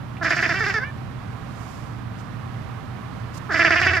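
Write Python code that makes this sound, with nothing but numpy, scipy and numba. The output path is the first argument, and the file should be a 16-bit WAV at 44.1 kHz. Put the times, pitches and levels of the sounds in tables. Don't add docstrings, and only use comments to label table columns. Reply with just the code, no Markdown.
import sys
import numpy as np
from scipy import signal
from scipy.fft import rfft, irfft
from scipy.io import wavfile
from scipy.ndimage import uniform_filter1d
from numba import njit

SR = 44100
rng = np.random.default_rng(int(sys.argv[2]) if len(sys.argv) > 2 else 0)


def store_wav(level_fs):
    pcm = np.round(np.clip(np.atleast_2d(level_fs), -1, 1) * 32767)
    wavfile.write(sys.argv[1], SR, pcm.T.astype(np.int16))


N = 176400

# frequency in Hz, relative level in dB.
RUMBLE_COLOUR = [(15, -45), (25, -21), (75, -8.5), (112, -2), (146, -6.5), (243, -10.5), (404, -23.5),
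                 (438, -20.5), (475, -24.5), (769, -22.5), (833, -24.5), (1060, -20.5), (2500, -34),
                 (4620, -43.5), (7280, -51.5), (15000, -58.5)]
# frequency in Hz, left minus right in dB.
RUMBLE_BALANCE = [(60, -1), (110, -2.5), (200, -4), (380, -6.5), (690, -11), (1280, -13), (4360, -13),
                  (8050, -9.5), (14800, -12)]
# frequency in Hz, correlation (1 is mono).
RUMBLE_LIKENESS = [(60, 0.68), (130, 0.65), (290, 0.13), (640, 0.035), (1400, 0.49), (4000, 0.19),
                   (14000, .15)]
# time in seconds, gain in dB.
WASH_RIDE = [(0, 1), (1.1, 1.5), (1.7, 2.5), (2.1, 1), (2.6, 3), (3.2, 2.5), (4, 6)]
# time in seconds, firing rate in Hz, level in dB.
ENGINE_PATH = [(0, 126, -40), (.6, 133, -38), (1.15, 127, -37), (1.7, 119, -38.5), (2.3, 119, -37),
               (3, 119, -38), (4, 122, -41)]
# time in seconds, level in dB.
HUM_SWELL = [(0, -70), (3.4, -45.5), (3.7, -35), (4, -35.5)]
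# pitch in Hz, level in dB, waver as a share of the pitch.
FAR_TONES = [(105.7, -48, 0.019), (783, -55.5, 0.00316)]
# centre in seconds, half length in seconds,
# level in dB.
HISS_SWELLS = [(1.697, 0.21, -55), (2.2, 0.019, -55), (3.352, 0.015, -48), (3.378, 0.0092, -44.5)]
# frequency in Hz, relative level in dB.
HISS_COLOUR = [(1000, -8), (3000, -9), (5000, 4), (7000, 1.5), (10000, -6), (14500, -13.5)]
# frequency in Hz, gain in dB.
THROAT_COLOUR = [(120, -48), (250, -7.5), (335, -8.5), (420, -10), (520, -15), (675, -4.5), (780, -11),
                 (900, -18.5), (1080, -12.5), (1350, -7.5), (1750, -2), (2100, -7), (2350, -8),
                 (2750, -7.5), (3300, -10), (4500, -18), (8000, -59)]
# centre in Hz, width in Hz, gain in dB.
HIGH_RINGS = [(3560, 170, -15), (4900, 850, -16), (5480, 580, -22), (6700, 300, -40)]
# frequency in Hz, relative level in dB.
TEETH_COLOUR = [(300, -11), (1500, 7), (3800, -2), (5200, 5), (6300, -4.5), (7400, -5.5), (8500, -23),
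                (11000, -21.5), (15000, -27)]
# time in seconds, pitch in Hz, relative level in dB, mouth cutoff in Hz.
MEW_PATH = [(0.798, 499, -40, 1904), (.815, 512, -30.5, 1840), (0.837, 535.5, -27, 1900),
            (0.848, 561.5, -37, 2580), (0.873, 597, -42, 2500), (.9, 590, -46.5, 2500),
            (.92, 550, -75, 2360)]
# start in seconds, length in seconds, relative level in dB,
# pitch in Hz at start, crest and end, roughness from 0 to 1, mouth opening from 0 to 1.
CHATTER_SYLLABLES = [ (0.212, 0.028, -23, 344.6, 337.3, 295, 0.8, .3),
                     (0.248, 0.04, -21.5, 321.3, 336.8, 294.3, 0.43, 0.53),
                     (.307, 0.042, -22.5, 344.7, 328.2, 299.3, 0.65, 0.65),
                     (0.367, 0.043, -23.5, 346.5, 358, 333.3, 0.48, 0.73),
                     (0.426, .047, -22.5, 372.6, 358.7, 308.1, 0.61, 0.74),
                     (.494, 0.039, -21.5, 349.6, 340, 311.5, 0.31, 0.55),
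                     (0.543, 0.06, -26, 373, 388.2, 392.5, 0.24, 0.85),
                     (0.607, .027, -22, 458.5, 445, 421, 0, 0.33),
                     (0.64, .021, -25.5, 378.3, 387, 369, 0, 0.84),
                     (0.665, .032, -23, 384.6, 424.9, 398.2, 0.1, 0.3),
                     (0.699, .022, -26, 371.4, 379.4, 358.2, 0.25, .9),
                     (0.742, .047, -22.5, 461.7, 440.4, 418.8, 0.11, 0.29),
                     (3.494, .040, -21.5, 440, 345.7, 290.9, 0.25, .25),
                     (3.543, 0.042, -21, 321, 324.9, 296.7, 0.35, 0.63),
                     (3.595, .041, -17.5, 332.2, 344, 313.4, 0.38, 0.82),
                     (3.648, 0.039, -16, 344.4, 331.1, 314.2, .35, 0.85),
                     (3.707, 0.044, -16.5, 340.3, 335.3, 302.9, 0.36, 0.82),
                     (3.759, 0.048, -19, 338, 364.7, 321.3, .25, 0.95),
                     (3.816, .050, -20, 363, 359.9, 323.3, 0.37, 0.96),
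                     (3.867, .055, -19, 375.9, 379, 310.8, 0.31, 0.94),
                     (3.934, 0.029, -20, 373, 380, 365.4, 0.14, 0.81),
                     (3.968, 0.023, -22, 342, 344.5, 328.2, 0.21, 0.54)]
# frequency in Hz, left minus right in dB.
CAT_PAN = [(60, -8), (110, -8), (200, -0.5), (380, -13.5), (690, -7), (1280, -2), (2370, -3.5), (4360, -9),
           (8050, -6.5), (14800, -32)]
# frequency in Hz, lead of the left in radians.
CAT_LEFT_LEAD = [(260, -.9), (600, 0.96), (1640, -0.054), (2240, -.4), (2500, -0.74), (6000, 1)]


def undb(db):
    return 10 ** (np.asarray(db) / 20)


def unit(x):
    return x / np.sqrt(np.mean(x ** 2))


def times():
    return np.arange(N) / SR


def per_bin(points):
    hz, value = np.array(points, float).T
    return np.interp(np.log(np.arange(N // 2 + 1) * SR / N + 1e-3), np.log(np.maximum(hz, 1)), value)


def noise(colour):
    return unit(irfft(rfft(rng.standard_normal(N)) * undb(per_bin(colour)), N))


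def wander(per_second):
    hold = int(SR / per_second)
    steps = np.repeat(rng.standard_normal(N // hold + 1), hold)
    return unit(uniform_filter1d(uniform_filter1d(steps, hold), hold)[:N])


def pan(db):
    gains = undb(np.array([np.atleast_1d(db), -np.atleast_1d(db)]) / 2)
    return gains / gains.mean(axis=0)


def resonate(x, hz, width_hz):
    peak = signal.iirpeak(hz, hz / width_hz, fs=SR)
    return signal.lfilter(*peak, signal.lfilter(*peak, x + 1e-18))


@njit
def lowpass(x, hz, damping):
    out, band, low = np.empty(len(x)), 0., 0.
    for i in range(len(x)):
        g = np.tan(np.pi * hz[i] / SR)
        v = (band + g * (x[i] + 1e-18 - low)) / (1 + g * (g + damping))
        out[i] = low + g * v
        band, low = 2 * v - band, low + 2 * g * v
    return out


def outdoors(level_db=-34.5):
    likeness = per_bin(RUMBLE_LIKENESS)
    mid, side = rfft(noise(RUMBLE_COLOUR)), rfft(noise(RUMBLE_COLOUR))
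    pair = mid + side * np.sqrt((1 - likeness) / (1 + likeness)) * np.array([[1], [-1]])
    pair = pair * np.sqrt((1 + likeness) / 2) * pan(per_bin(RUMBLE_BALANCE))
    wash_share = per_bin([(250, 0), (600, 0.72)])
    ride_db = np.interp(times(), *np.array(WASH_RIDE).T) + 0.38 * wander(9.42)
    wash = irfft(pair * wash_share, N) * undb(ride_db)
    rumble = irfft(pair * (1 - wash_share), N) * undb(0.48 * wander(12))
    return undb(level_db) * (rumble + wash)


def engine_drone(hum_hz=85, waver=0.01957, flutter_db=3):
    t = times()
    when, firing_hz, db = np.array(ENGINE_PATH).T
    engine = (np.interp(t, when, firing_hz), np.interp(t, when, db), waver)
    hum = (hum_hz, np.interp(t, *np.array(HUM_SWELL).T), waver)
    out = 0
    for hz, level_db, depth in [engine, hum, *FAR_TONES]:
        phase = 2 * np.pi * np.cumsum(hz * (1 + depth * wander(20))) / SR
        flutter = unit(undb(flutter_db * wander(24.93)))
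        out = out + np.sqrt(2) * np.sin(phase) * undb(level_db) * flutter
    return out * pan(db=-4)


def soft_hisses():
    t = times()
    swell = sum(undb(db) * np.exp(-((t - centre) / half) ** 2) for centre, half, db in HISS_SWELLS)
    return np.array([noise(HISS_COLOUR), noise(HISS_COLOUR)]) * swell * pan(db=-12)


def lip_click(start_s=.168, decay_s=0.0043, gain_db=-19.5):
    age = times() - start_s
    tick = rng.standard_normal(N) * (age > 0) * np.exp(-np.abs(age) / decay_s)
    return undb(gain_db) * resonate(tick, hz=2600, width_hz=790)


@njit
def vocal_folds(hz, jitter, shimmer_db, chance):
    pulses, phases = np.zeros(len(hz) + 1), np.zeros(len(hz))
    phase, cycle = 0., 0
    for i in range(len(hz)):
        step = hz[i] * (1 + jitter[i] * chance[cycle, 0]) / SR
        phase += step
        if phase >= 1:
            phase, cycle = phase - 1, cycle + 1
            size = 10 ** (shimmer_db[i] * chance[cycle, 1] / 20) / np.sqrt(hz[i] / SR)
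            pulses[i] += size * phase / step
            pulses[i + 1] += size * (1 - phase / step)
        phases[i] = phase
    return pulses[:-1], phases


def throat(source):
    cepstrum = irfft(np.log(undb(per_bin(THROAT_COLOUR))), N)
    cepstrum[1:N // 2] *= 2
    cepstrum[N // 2 + 1:] = 0
    response = irfft(np.exp(rfft(cepstrum)), N)[:SR // 20]
    return signal.fftconvolve(source, response)[:N]


def voice(hz, effort, rough, cutoff_hz, ring):
    chance = rng.uniform(-1.5, 1.5, (N // 20, 2))
    pulses, phase = vocal_folds(hz, jitter=.08 * rough, shimmer_db=4 * rough, chance=chance)
    puffs = unit(np.exp(-phase / .6) * rng.standard_normal(N))
    source = (pulses + 1.09 * rough * puffs) * effort
    cavity = lowpass(throat(source), 0.95 * cutoff_hz, damping=0.41)
    mouth = lowpass(lowpass(cavity, cutoff_hz, damping=1.13), cutoff_hz, damping=1.13)
    sheen = sum(undb(db) * resonate(source, centre, width) for centre, width, db in HIGH_RINGS)
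    return mouth + ring * sheen


def mew(gain_db=13.5):
    t = times()
    when, hz, db, cutoff_hz = np.array(MEW_PATH).T
    effort = undb(np.interp(t, when, db, left=-200, right=-200) + gain_db)
    rough = np.full(N, 0.15)
    return voice(np.interp(t, when, hz), effort, rough, np.interp(t, when, cutoff_hz), ring=0.44)


def chatter(voice_db=10.5):
    attack_s, release_s, rattle_db = 0.0036, 0.0061, -16
    kick_db, kick_s = 5, 0.0032
    hiss_db, gasp_db, gasp_lead_s, gasp_width_s = -38, -33, 0.0065, 0.0096
    shut_hz, opening_hz, lip_drop_hz = 1816, 1070, 480
    t = times()
    effort, voiced, mouth, lips, rough, hiss = np.zeros((6, N))
    pitch_points = []
    for start, length, db, start_hz, crest_hz, end_hz, roughness, opening in CHATTER_SYLLABLES:
        age = t - start
        attack = np.clip(age / attack_s + 1, 0, 1)
        gate = attack * np.exp(-np.maximum(age - length + release_s, 0) / release_s)
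        rattle = np.interp(age, [length - release_s, length, length + 0.014, length + 0.017], [0, 1, 1, 0])
        mid_call = pitch_points and start - pitch_points[-1][0] < .1
        if mid_call:
            kick = undb(kick_db * np.exp(-np.maximum(age, 0) / kick_s))
            gasp = undb(gasp_db) * np.exp(-((age + gasp_lead_s) / gasp_width_s) ** 2 / 2)
        else:
            kick, gasp = 1, 0
            lips += np.exp(-(age / .024) ** 2)
        effort += undb(db) * (gate * kick + undb(rattle_db) * rattle)
        progress = np.clip(age / length, 0, 1) ** 0.87
        mouth += opening * np.abs(np.sin(np.pi * progress)) ** 0.9
        voiced += gate
        rough += gate * roughness
        hiss += (undb(hiss_db) * gate + gasp) * (roughness + 0.31)
        pitch_points += [(start, start_hz), (start + .42 * length, crest_hz), (start + length, end_hz)]
    hz = uniform_filter1d(np.interp(t, *np.array(pitch_points).T), size=300)
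    rough += 0.78 * np.clip(1 - voiced, 0, 1)
    cutoff_hz = shut_hz + opening_hz * mouth - lip_drop_hz * lips
    parted = 1 - lips
    air = hiss * parted * noise(TEETH_COLOUR)
    crackle = unit(undb(2.5 * wander(900)))
    return undb(voice_db) * voice(hz, effort, rough * parted, cutoff_hz, ring=parted) + air * crackle


def cat(yard_db=-9, yard_t60_s=0.19):
    t = times()
    calls = rfft(chatter() + mew() + lip_click())
    placement = pan(per_bin(CAT_PAN)) * np.exp(.5j * np.array([[1], [-1]]) * per_bin(CAT_LEFT_LEAD))
    direct = irfft(calls * placement, N) * np.clip(t / .1, 0, 1)
    decay = np.exp(-np.log(1000) * t / yard_t60_s) * (t > .004)
    tail = (rng.standard_normal((2, N)) * decay)[:, :SR // 2]
    tail /= np.sqrt(np.sum(tail ** 2, axis=1, keepdims=True))
    return direct + undb(yard_db) * signal.fftconvolve(direct, tail, axes=1)[:, :N]


def scene():
    return cat() + outdoors() + engine_drone() + soft_hisses()


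def record(dry):
    top_hz = 15300
    return signal.sosfilt(signal.ellip(10, .2, 80, top_hz, fs=SR, output="sos"), dry)


dry = scene()
out = record(dry)
store_wav(out)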